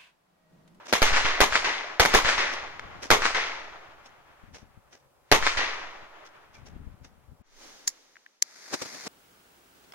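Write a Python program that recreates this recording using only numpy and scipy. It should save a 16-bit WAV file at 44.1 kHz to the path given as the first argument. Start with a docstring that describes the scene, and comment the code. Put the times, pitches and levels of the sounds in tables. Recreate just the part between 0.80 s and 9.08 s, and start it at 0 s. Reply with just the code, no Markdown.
"""Firecrackers go off in a snowy yard: shock waves crack, return from a metal fence, then from walls and far
houses, and roll away. Around the bangs snow crunches and air buffets the microphone, all of it noise bursts.
The yard then gives way to close air with a soft rustle. A lighter snaps in rattling noise, fingers tap, it
snaps again, its flame hisses louder until it holds steady, and a fuse catches, spitting in grainy bursts."""
import sys
import numpy as np
from scipy import signal
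from scipy.fft import rfft, irfft, next_fast_len
from scipy.io import wavfile
from scipy.ndimage import uniform_filter1d, minimum_filter1d

SR = 44100
rng = np.random.default_rng(int(sys.argv[2]) if len(sys.argv) > 2 else 0)


def master(y):
    """Save y as 16-bit WAV."""
    cut = np.clip(np.atleast_2d(y).T, -1, 1)
    pcm = np.round(cut * 32767)  # scale
    wavfile.write(sys.argv[1], SR, pcm.astype(np.int16))


N = 365148
TIME = np.arange(N) / SR

# In every table of events, a rise is the time to swell by a factor e and t60 the time to die by 60 dB.
# Bangs: (time [s], charge [dB], crack [dB], openness of the spot [dB], fence echo lag [s],
#         near wall echo lag [s], houses' echo lag [s], pressure heave [dB], wall slaps [dB])
BANGS = [(0.127, -1, -6.5, -10.5, 0.0081, .138, .205, -47, -16),
         (0.2191, 0.5, -6, -10.5, 0.0074, .101, 0.23, -16.5, -11),
         (0.6048, 0, -2, -2, 0.0073, 0.12, 0.24, -29, 0.5),
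         (1.1974, -1, -3, -3, .0045, .112, .25, -31, -10),
         (1.2515, -12.5, -8, -11, .0070, .112, 0.21, -40, -22),
         (1.3400, 0.5, -5.5, -2, 0.0082, .108, .24, -23, -2),
         (2.3043, -0.5, -2, 0, 0.0082, .1164, .243, -25.5, -0.5),
         (4.5161, 0, 0, -1.5, 0.0069, 0.11, .2565, -22, -1.5)]
# Sharp pops among the echoes, the first adding to the near wall slap of the first bang: (time [s], level [dB])
SHARP_POPS = [(.2651, -9), (.4856, -14), (1.9952, -17.5)]
# Lighter clicks: (time [s], level [dB], rise [s], t60 [s])
LIGHTER_CLICKS = [(7.078, -9, 0.0015, 0.018), (7.09, -36.5, 0.0035, 0.076), (7.6241, -8, 0.00085, 0.013)]
# Fingers tapping the cracker: (time [s], level [dB])
FINGER_TAPS = [(7.357, -47), (7.368, -44), (7.463, -39)]
# Spits of the fuse: (time [s], level [dB], rise [s], t60 [s])
FUSE_SPITS = [(7.942, -23.5, 0.0095, 0.056), (8.021, -27.5, 0.0037, 0.066), (8.059, -37.5, 0.0041, 0.063),
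              (8.147, -42, 0.013, 0.18), (8.272, -33, 0.012, 0.08)]
# Crunches of snow, and just before the 2.30 s bang a fuse flaring: (time [s], level [dB], t60 [s])
SNOW_CRUNCHES = [(0.063, -44, 0.44), (0.093, -40.5, 0.23), (1.736, -36, 0.12), (2.232, -35.5, 0.22),
                 (3.259, -46.5, 0.12), (3.751, -45.5, 0.21), (4.129, -48.5, 0.2), (5.464, -48.5, 0.09),
                 (5.749, -52, 0.19), (5.867, -49.5, 0.13), (6.246, -52, 0.16)]
# Gusts over the light breeze: (time [s], level [dB], rise [s], t60 [s])
GUSTS = [(2.15, -49.5, 0.2, .6), (2.85, -65, 0.12, 4), (3.68, -55, 0.028, 1.4), (5.919, -45, 0.085, 1.32),
         (6.55, -60, .12, 1)]
# Puffs of the strongest eddies on the ports: (time [s], level [dB])
PUFFS = [(3.639, -49), (3.737, -50), (3.83, -48), (3.976, -48), (5.228, -52), (6.072, -36.5), (6.217, -46),
         (6.5, -49), (6.524, -45), (6.612, -48)]

# Noise colours, each scaled to rms 1 when used: (frequency [Hz], relative level per Hz [dB])
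# Splash behind each crack
CRACK_COLOUR = [(35, -39), (60, -6), (903, -6.5), (1950, 1.5), (2770, -7.5), (4750, -5), (6280, -11.5),
                (7570, -22.5), (9130, -18.5), (12700, -21.5), (14900, -24.5), (16000, -33)]
# Bright rasp of the near scatter: (frequency [Hz], relative level per Hz [dB])
RASP_COLOUR = [(400, -11.5), (900, -2.5), (1400, -8.5), (2100, 1), (2600, -6), (3500, -4.5), (4700, -11),
               (6500, -8.5), (7600, -20), (13500, -26.5), (16000, -39)]
# Hollow body of the near scatter: (frequency [Hz], relative level per Hz [dB])
BODY_COLOUR = [(60, -17), (160, -13.5), (300, -6.5), (450, -1), (570, -7), (880, -1.5), (1200, -2),
               (1700, -16.5)]
# Echoes off the walls: (frequency [Hz], relative level per Hz [dB])
WALL_COLOUR = [(71, -55.5), (120, -25), (204, -27), (513, -11), (874, -10.5), (1190, -5.5), (1720, -6.5),
               (1860, -7), (2200, -6.5), (3310, -14), (4410, -12.5), (6500, -17), (16000, -58.5)]
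# Echoes off the far houses: (frequency [Hz], relative level per Hz [dB])
HOUSE_COLOUR = [(71, -56.5), (120, -36.5), (196, -17.5), (418, -8), (712, -10.5), (930, -4), (1290, -4.5),
                (1400, -5.5), (1980, 0), (2810, -7.5), (6370, -15), (7500, -30), (9990, -36.5),
                (16000, -68)]
# Dull lingering roll: (frequency [Hz], relative level per Hz [dB])
ROLL_COLOUR = [(71, -31), (120, -15), (272, -14.5), (301, -6.5), (555, -5.5), (604, -1.5), (1390, -2),
               (3370, -14.5), (3990, -19), (7000, -27.5), (9100, -56.5), (15400, -120)]
# Deep rumble and thumps of the blast: (frequency [Hz], relative level per Hz [dB])
BLAST_COLOUR = [(12, -7.5), (30, -1.0), (60, -8.0), (120, -20), (250, -30.5)]
# Snap of the lighter: (frequency [Hz], relative level per Hz [dB])
LIGHTER_COLOUR = [(88, -61), (150, -43.5), (321, -16.5), (578, -54.5), (979, -15.5), (1420, -29),
                  (1870, -7.5), (2700, -23.5), (3490, -18.5), (4490, -5.5), (6020, -1.5), (6910, 1),
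                  (8400, -20.5), (10000, -12.5), (16000, -28)]
# Tap of a finger: (frequency [Hz], relative level per Hz [dB])
TAP_COLOUR = [(300, -28), (1100, -16), (1700, 10), (2400, -7), (3500, -11), (7000, -29), (15000, -38)]
# Hiss of the lighter's gas flame: (frequency [Hz], relative level per Hz [dB])
FLAME_COLOUR = [(150, -15), (300, -8.5), (1200, -5.5), (2100, -1.5), (3000, -14.5), (4500, -2), (6500, -3.5),
                (7800, -15.5), (12000, -21), (16000, -30)]
# Spit of the fuse: (frequency [Hz], relative level per Hz [dB])
SPIT_COLOUR = [(41, -35), (70, -12), (262, 7), (872, 0), (2170, -4), (3190, -8.5), (5500, -2), (10400, -19),
               (11900, -32), (14300, -18), (16000, -38)]
# Crunching snow: (frequency [Hz], relative level per Hz [dB])
SNOW_COLOUR = [(150, -33.5), (250, 2), (748, 0), (1150, -6), (1560, -1), (2950, -5), (3940, -7),
               (4300, -8.5), (5850, -1), (7560, -16), (15000, -34.5)]
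# Air buffeting the ports: (frequency [Hz], relative level per Hz [dB])
BUFFET_COLOUR = [(12, -50), (20, -0.5), (65, 3), (128, -2.5), (163, -5.5), (252, -7), (296, -13.5),
                 (500, -24.5), (650, -29.5), (1100, -120)]
# Quiet night air: (frequency [Hz], relative level per Hz [dB])
NIGHT_COLOUR = [(15, -39.5), (25, -1.5), (87, -21.5), (137, 7), (166, -17), (591, 1.5), (641, -7.5),
                (754, -1), (1330, -8), (1610, -18), (3250, -19), (16000, -23.5)]
# Soft hiss and still air close by: (frequency [Hz], relative level per Hz [dB])
CLOSE_AIR_COLOUR = [(24, -32), (40, -13), (53, -13), (85, -23.5), (283, -3.5), (467, -5), (529, -2.5),
                    (570, -5.5), (942, -6.5), (2050, -7), (2630, -10.5), (6330, -6), (7730, -18.5),
                    (16000, -28)]
# Faint rumble under the rustle: (frequency [Hz], relative level per Hz [dB])
RUSTLE_RUMBLE_COLOUR = [(15, 13), (40, -16.0), (100, -16.0), (200, -29)]

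# Ring of single reflections: (frequency [Hz], width [Hz], relative level [dB])
REFLECTION_RINGS = [(765, 500, -1), (1170, 500, -2), (1755, 800, -1.5), (2080, 780, 0), (3580, 1000, 0)]
# Far echoes die at a different pace in each band: (frequency [Hz], t60 [s])
HOUSES_T60 = [(150, 0.51), (600, 0.99), (1800, 0.86), (4500, .8), (8000, 0.75), (14000, 0.43)]
# Likeness of the two channels: (frequency [Hz], correlation [-1 to 1])
LIKENESS = [(40, 0.076), (150, 0.3), (600, 0.27), (1500, 0.4), (4000, 0.32), (12000, 0.1)]
# Left over right in the yard, at a full lean: (frequency [Hz], level difference [dB])
LEAN = [(100, -3), (500, -0.5), (1100, -1.5), (2000, 6.5), (4000, 0), (10000, -1)]

FAR_WALL_LAG_S = .1505  # the same for every bang
PORT_LAG_S = .0001
NIGHT_DB, BREEZE_DB, YARD_END_S = -66, -82.5, 6.625
RUSTLE_S, RUSTLE_DB, RUSTLE_RISE_S, RUSTLE_T60_S, STILL_AIR_DB = 6.83, -49, 0.066, 2.1, -75.5
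FLAME_ON_S, FLAME_START_DB, FLAME_GROWTH_DB_PER_S, FLAME_FULL_DB = 7.633, -56.5, 35, -43.5
CUTOFF_HZ = 16000


def cracks(fence_db=-1, splash_db=-8, splash_t60=0.038, ring_left_db=7, ring_right_db=-4,
           body_left_db=-5, body_right_db=-1, overload_db=1):
    """Each shock and its fence echo ring the ports, splash briefly and flatten against the microphone's limit."""
    s, _, crack_db, _, fence_lag = np.transpose(BANGS)[:5]
    times = np.r_[s, s + fence_lag]
    db = np.r_[crack_db, crack_db + fence_db]
    wave = filtered(shocks(times, db, length_s=.0014), "band", [200, 4500], order=1)
    ring = resonance(wave, hz=1650, width_hz=320)
    left = from_db(body_left_db) * wave + from_db(ring_left_db) * ring
    right = from_db(body_right_db) * wave + from_db(ring_right_db) * ring
    splash = noise(CRACK_COLOUR, lean=1) * bursts(times, db + splash_db, rise=.0004, t60=splash_t60)
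    limit = from_db(overload_db)
    return limit * np.tanh((ports(left, right) + splash) / limit)


def near_scatter(rasp_db=-14.5, rasp_follows=.4, body_db=-14, shed_lag=0.032, shed_db=-6):
    """Ground, fence ribs and nearest building scatter the shock: rasp over hollow body, fullest in the open."""
    s, charge_db, _, open_db, fence_lag = np.transpose(BANGS)[:5]
    db = rasp_db + rasp_follows * (charge_db + open_db)
    ground = bursts(s + fence_lag, db, rise=0.0011, t60=0.23)
    shed = bursts(s + shed_lag, db + shed_db, rise=0.002, t60=0.14)
    rasp = noise(RASP_COLOUR, lean=0.34) * np.hypot(ground, shed)
    body = noise(BODY_COLOUR) * bursts(s + fence_lag, body_db + open_db, rise=.002, t60=0.23)
    return (rasp + body) * flicker(per_s=670, depth_db=-1.6)


def slaps(near_wall_db=-8, far_wall_db=0, fence_db=-4, splash_db=-17):
    """Two flat walls throw back each shock and its fence echo as hard slaps; a few further pops sound alike."""
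    s, fence_lag, wall_lag, slap_db = np.transpose(BANGS)[[0, 4, 5, 8]]
    walls = [(wall_lag, near_wall_db), (FAR_WALL_LAG_S, far_wall_db)]
    paths = walls + [(lag + fence_lag, db + fence_db) for lag, db in walls]
    arrivals = [np.c_[s + lag, slap_db + db] for lag, db in paths]
    times, db = np.vstack(arrivals + [SHARP_POPS]).T
    wave = shocks(times, db, length_s=.0005)
    ringing = 0.9 * resonance(wave, hz=1660, width_hz=1800) + 0.27 * wave
    slap = filtered(ringing, "low", 4500)
    splash = noise(WALL_COLOUR, lean=0.94) * bursts(times, db + splash_db, rise=0.00025, t60=0.022)
    return ports(slap, slap) * pan(left_db=1.0) + splash


def wall_echoes(clump_db=-23.0, grain_db=-6):
    """A clump of echoes from around the yard, its level following the charge."""
    s, charge_db = np.transpose(BANGS)[:2]
    swell = bursts(s + FAR_WALL_LAG_S, clump_db + charge_db, rise=.035, t60=.45)
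    grains = from_db(grain_db) * reflections(per_s=40, size_db=3.5)
    return via_fence((noise(WALL_COLOUR, lean=0.91) + grains) * swell)


def far_echoes(houses_db=-23.5, roll_db=-20.5, roll_lag=0.45, roll_t60=3.4, grain_db=-6):
    """Far houses answer a moment later; air takes the upper treble first, and a dull roll lingers."""
    s, charge_db, lag = np.transpose(BANGS)[[0, 1, 6]]
    db = houses_db + charge_db
    wash = noise(HOUSE_COLOUR, lean=0.74) * flicker(per_s=280, depth_db=0.5)
    grains = from_db(grain_db) * reflections(per_s=50, size_db=1) * pan(left_db=1)
    spectrum = rfft(wash + grains, next_fast_len(N, real=True))
    hz = np.linspace(0, SR / 2, spectrum.shape[1])
    roll_swell = bursts(s + roll_lag, db + roll_db, rise=.08, t60=roll_t60)
    out = noise(ROLL_COLOUR, lean=0.98) * roll_swell * flicker(per_s=25, depth_db=2.0)
    # overlapping bands, each with its own decay
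    centres, t60s = np.transpose(HOUSES_T60)
    for share, t60 in zip(np.eye(len(centres)), t60s):
        band = irfft(spectrum * at_hz(np.c_[centres, share], hz))[:, :N]
        out += band * bursts(s + lag, db, rise=0.0018, t60=t60)
    return via_fence(out)


def heave(swing_t60=1.5, rumble_db=-19, direct_db=-17, wall_db=-5, houses_db=-9):
    """The blast jolts the microphone into a slow swing and deep rumble; shock and main echoes each thump."""
    s, _, _, open_db, fence_lag, wall_lag, houses_lag, db, _ = np.transpose(BANGS)
    jolts = np.zeros(N)
    jolts[(s * SR).astype(int)] = from_db(db)
    turn = 2 * np.pi * 3.6 / SR  # a 3.6 Hz swing
    pole = from_db(-60 / (swing_t60 * SR)) * np.exp(1j * turn)
    swing = signal.lfilter([1], [1, -pole], jolts).real
    rumble = bursts(s + .015, db + rumble_db, rise=0.0034, t60=1.6)
    arrivals = np.r_[s + fence_lag, s + wall_lag, s + houses_lag]
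    thump_db = np.r_[direct_db + 2 * open_db, db + wall_db, db + houses_db]
    thumps = bursts(arrivals, thump_db, rise=0.001, t60=0.077)
    deep = noise(BLAST_COLOUR) * np.hypot(rumble, thumps)
    return (filtered(swing, "low", 160) + deep) * pan(left_db=-2.0)


def lighter():
    """The trigger snaps in a fast bright rattle; fingers tap."""
    s, db, rise, t60 = np.transpose(LIGHTER_CLICKS)
    rattle = bursts(s, db, rise, t60) * flicker(per_s=2500, depth_db=4.0)
    snap = noise(LIGHTER_COLOUR) * rattle * pan(left_db=-0.5)
    taps = noise(TAP_COLOUR) * bursts(*np.transpose(FINGER_TAPS), rise=0.00043, t60=0.013)
    return snap + taps


def fuse():
    """The lighter's gas flame hisses, growing until the level holds, and the catching fuse spits in short
    grainy bursts."""
    s, db, rise, t60 = np.transpose(FUSE_SPITS)
    spits = noise(SPIT_COLOUR) * bursts(s, db, rise, t60) * flicker(per_s=2700, depth_db=0.5)
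    age = TIME - FLAME_ON_S
    flame_db = np.minimum(FLAME_START_DB + FLAME_GROWTH_DB_PER_S * age, FLAME_FULL_DB)
    flame = from_db(flame_db) * (age > 0)
    hiss = noise(FLAME_COLOUR) * flame * flicker(per_s=500, depth_db=2.0)
    return (spits + hiss) * pan(left_db=2.0)


def crunching_snow():
    """Packed snow gives way in short grainy bursts of noise; one burst is a fuse flaring before a bang."""
    s, db, t60 = np.transpose(SNOW_CRUNCHES)
    return noise(SNOW_COLOUR) * bursts(s, db, rise=0.0075, t60=t60) * flicker(per_s=260, depth_db=4.0)


def squeak(s=5.757, db=-57):
    """One faint short squeak, as of packed snow: noise through a narrow resonance."""
    tone = resonance(rng.standard_normal((2, N)), hz=2330, width_hz=130)
    return tone / tone.std() * bursts(s, db, rise=.008, t60=.22)


def wind():
    """Breeze, gusts and single puffs buffet the ports in lumps."""
    puffs = bursts(*np.transpose(PUFFS), rise=0.0057, t60=0.056)
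    flow = from_db(BREEZE_DB) + bursts(*np.transpose(GUSTS))
    lumps = flicker(per_s=90, depth_db=4.5)
    return noise(BUFFET_COLOUR) * np.hypot(flow * lumps, puffs) * pan(left_db=10.0)


def rustle(rumble_db=-59, rumble_rise_s=.17, rumble_t60=1.1):
    """Close by, a soft hiss over a faint rumble swells and settles into still air."""
    swell = bursts(RUSTLE_S, RUSTLE_DB, RUSTLE_RISE_S, RUSTLE_T60_S)
    hiss = noise(CLOSE_AIR_COLOUR) * np.hypot(swell, from_db(STILL_AIR_DB))
    rumble = noise(RUSTLE_RUMBLE_COLOUR) * bursts(RUSTLE_S, rumble_db, rumble_rise_s, rumble_t60)
    return (hiss + rumble) * np.clip((TIME - YARD_END_S) / .04, 0, 1)


def night_air():
    """Steady quiet noise, with a dull wash that dies away at the start."""
    opening_wash = noise(ROLL_COLOUR) * bursts(0, db=-48.5, rise=.01, t60=0.7)
    return opening_wash + from_db(NIGHT_DB) * noise(NIGHT_COLOUR)


def yard_background():
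    """Snow, wind and night air sound together and fade out within milliseconds where the yard ends."""
    fade = np.clip((YARD_END_S - TIME) / 0.0072, 0, 1)
    return (crunching_snow() + wind() + night_air()) * fade


def noise(spectrum, lean=0):
    """Stereo noise of a given colour, partly alike in both channels, the left a little late; rms 1."""
    size = next_fast_len(N, real=True)
    hz = np.arange(size // 2 + 1) * SR / size
    mid, side = rng.standard_normal((2, len(hz))) + 1j * rng.standard_normal((2, len(hz)))
    alike = np.clip(at_hz(LIKENESS, hz), -1, 1)
    sign = np.array([[1], [-1]])  # left, right
    # beyond both ends of the table the level falls away
    below = np.minimum(hz / spectrum[0][0], 1) ** 2
    above = np.minimum(spectrum[-1][0] / np.maximum(hz, 1), 1) ** 2
    gain = from_db(at_hz(spectrum, hz) + sign * lean * at_hz(LEAN, hz) / 2) * below * above
    pair = np.sqrt(1 + alike) * mid + np.sqrt(1 - alike) * sign * side
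    x = ports(*irfft(gain * pair, size)[:, :N])
    return x / x.std()


def bursts(times, db, rise, t60):
    """Envelope of events that swell up to their time and then die; their powers add."""
    power = np.zeros(N)
    for s, d, up, down in zip(*np.broadcast_arrays(np.atleast_1d(times), db, rise, t60)):
        span = slice(*np.searchsorted(TIME, [s - 10 * up, s + 2 * down]))
        age = TIME[span] - s
        log_gain = np.minimum(age / up, -np.log(1000) * age / down)
        power[span] += from_db(d) ** 2 * np.exp(2 * log_gain)
    return np.sqrt(power)


def shocks(times, db, length_s):
    """N-shaped pressure waves: a jump up, a straight fall, a jump back."""
    out = np.zeros(N)
    wave = np.linspace(1, -1, max(int(length_s * SR), 3))
    for s, d in zip(times, db):
        start = int(s * SR)
        out[start:start + len(wave)] += from_db(d) * wave
    return out


def reflections(per_s, size_db, dull_hz=4000):
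    """Separate little echoes arrive at random, varied in strength and colour, dulled by the air; rms 1."""
    out = 0
    for hz, width_hz, db in REFLECTION_RINGS:
        chance = rng.random(N) * SR / per_s
        at = np.flatnonzero(chance < 1)
        polarity = (-1.) ** at
        arrivals = np.zeros(N)
        arrivals[at] = polarity * from_db(size_db * np.minimum(-np.log(chance[at]), 2))
        ring = resonance(arrivals, hz, width_hz)
        out = out + from_db(db) * ring / (ring.std() + 1e-9)
    out = filtered(out, "low", dull_hz, order=4)
    return ports(out, out) / out.std()


def flicker(per_s, depth_db):
    """A gain of mean power 1 that glides to a new random level per_s times a second."""
    steps = np.clip(rng.standard_normal(N // 4), -2, 2)
    gain = from_db(depth_db * np.interp(TIME * per_s, np.arange(len(steps)), steps))
    return gain / np.sqrt(np.mean(gain ** 2))


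def resonance(x, hz, width_hz):
    """One resonance with a gain of about 1 on top."""
    r = np.exp(-np.pi * width_hz / SR)
    feed = np.array([1, 0, -1]) * (1 - r * r) / 2
    feedback = [1, -2 * r * np.cos(2 * np.pi * hz / SR), r * r]
    return signal.lfilter(feed, feedback, x + 1e-18)


def filtered(x, kind, hz, order=2):
    """Causal Butterworth filter."""
    sos = signal.butter(order, np.clip(hz, 2, .45 * SR), kind, fs=SR, output="sos")
    return signal.sosfilt(sos, x + 1e-18)


def via_fence(x, lag_s=0.0072, share=0.065):
    """Every echo also arrives by way of the fence, which combs its spectrum."""
    return x + share * delayed(x, lag_s)


def ports(left, right):
    """The sound reaches the left port a little later."""
    return np.array([delayed(left, PORT_LAG_S), right])


def delayed(x, lag_s):
    """The same sound a whole number of samples later."""
    lag = int(np.clip(lag_s * SR, 1, N - 1))
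    return np.concatenate([np.zeros_like(x[..., :lag]), x[..., :-lag]], axis=-1)


def pan(left_db):
    """Channel gains that set the left above the right by left_db."""
    return from_db(np.array([[.5], [-.5]]) * left_db)


def at_hz(points, hz):
    """Read a table on a log-frequency axis."""
    f, value = np.transpose(points)
    return np.interp(np.log(np.maximum(hz, 1)), np.log(f), value)


def from_db(db):
    """Decibels to gain."""
    return 10 ** (np.asarray(db) / 20)


def limiter(x, ceiling_db=1, release_db_per_s=300):
    """The gain drops just ahead of each overload and recovers quickly."""
    level_db = 20 * np.log10(np.abs(x).max(axis=0) + 1e-9)
    over = np.maximum(level_db - ceiling_db, 0)
    ahead = int(.009 * SR)
    held = -minimum_filter1d(-over, ahead, origin=-(ahead // 2))
    ramp = release_db_per_s * TIME
    reduction_db = np.maximum.accumulate(held + ramp) - ramp
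    return x * from_db(-uniform_filter1d(reduction_db, ahead // 2))


def scene():
    """Bangs with their echoes, the yard, then the lighting of a fuse."""
    bangs = cracks() + near_scatter() + slaps() + wall_echoes() + far_echoes() + heave()
    return bangs + lighter() + fuse() + squeak() + rustle() + yard_background()


def record(dry):
    """A limiter holds the shocks down, their peaks are rounded and the top is cut."""
    top = 1.1
    rounded = top * np.tanh(limiter(dry) / top)
    return signal.sosfilt(signal.ellip(10, .1, 80, CUTOFF_HZ, fs=SR, output="sos"), rounded)


dry = scene()
out = record(dry)
master(out)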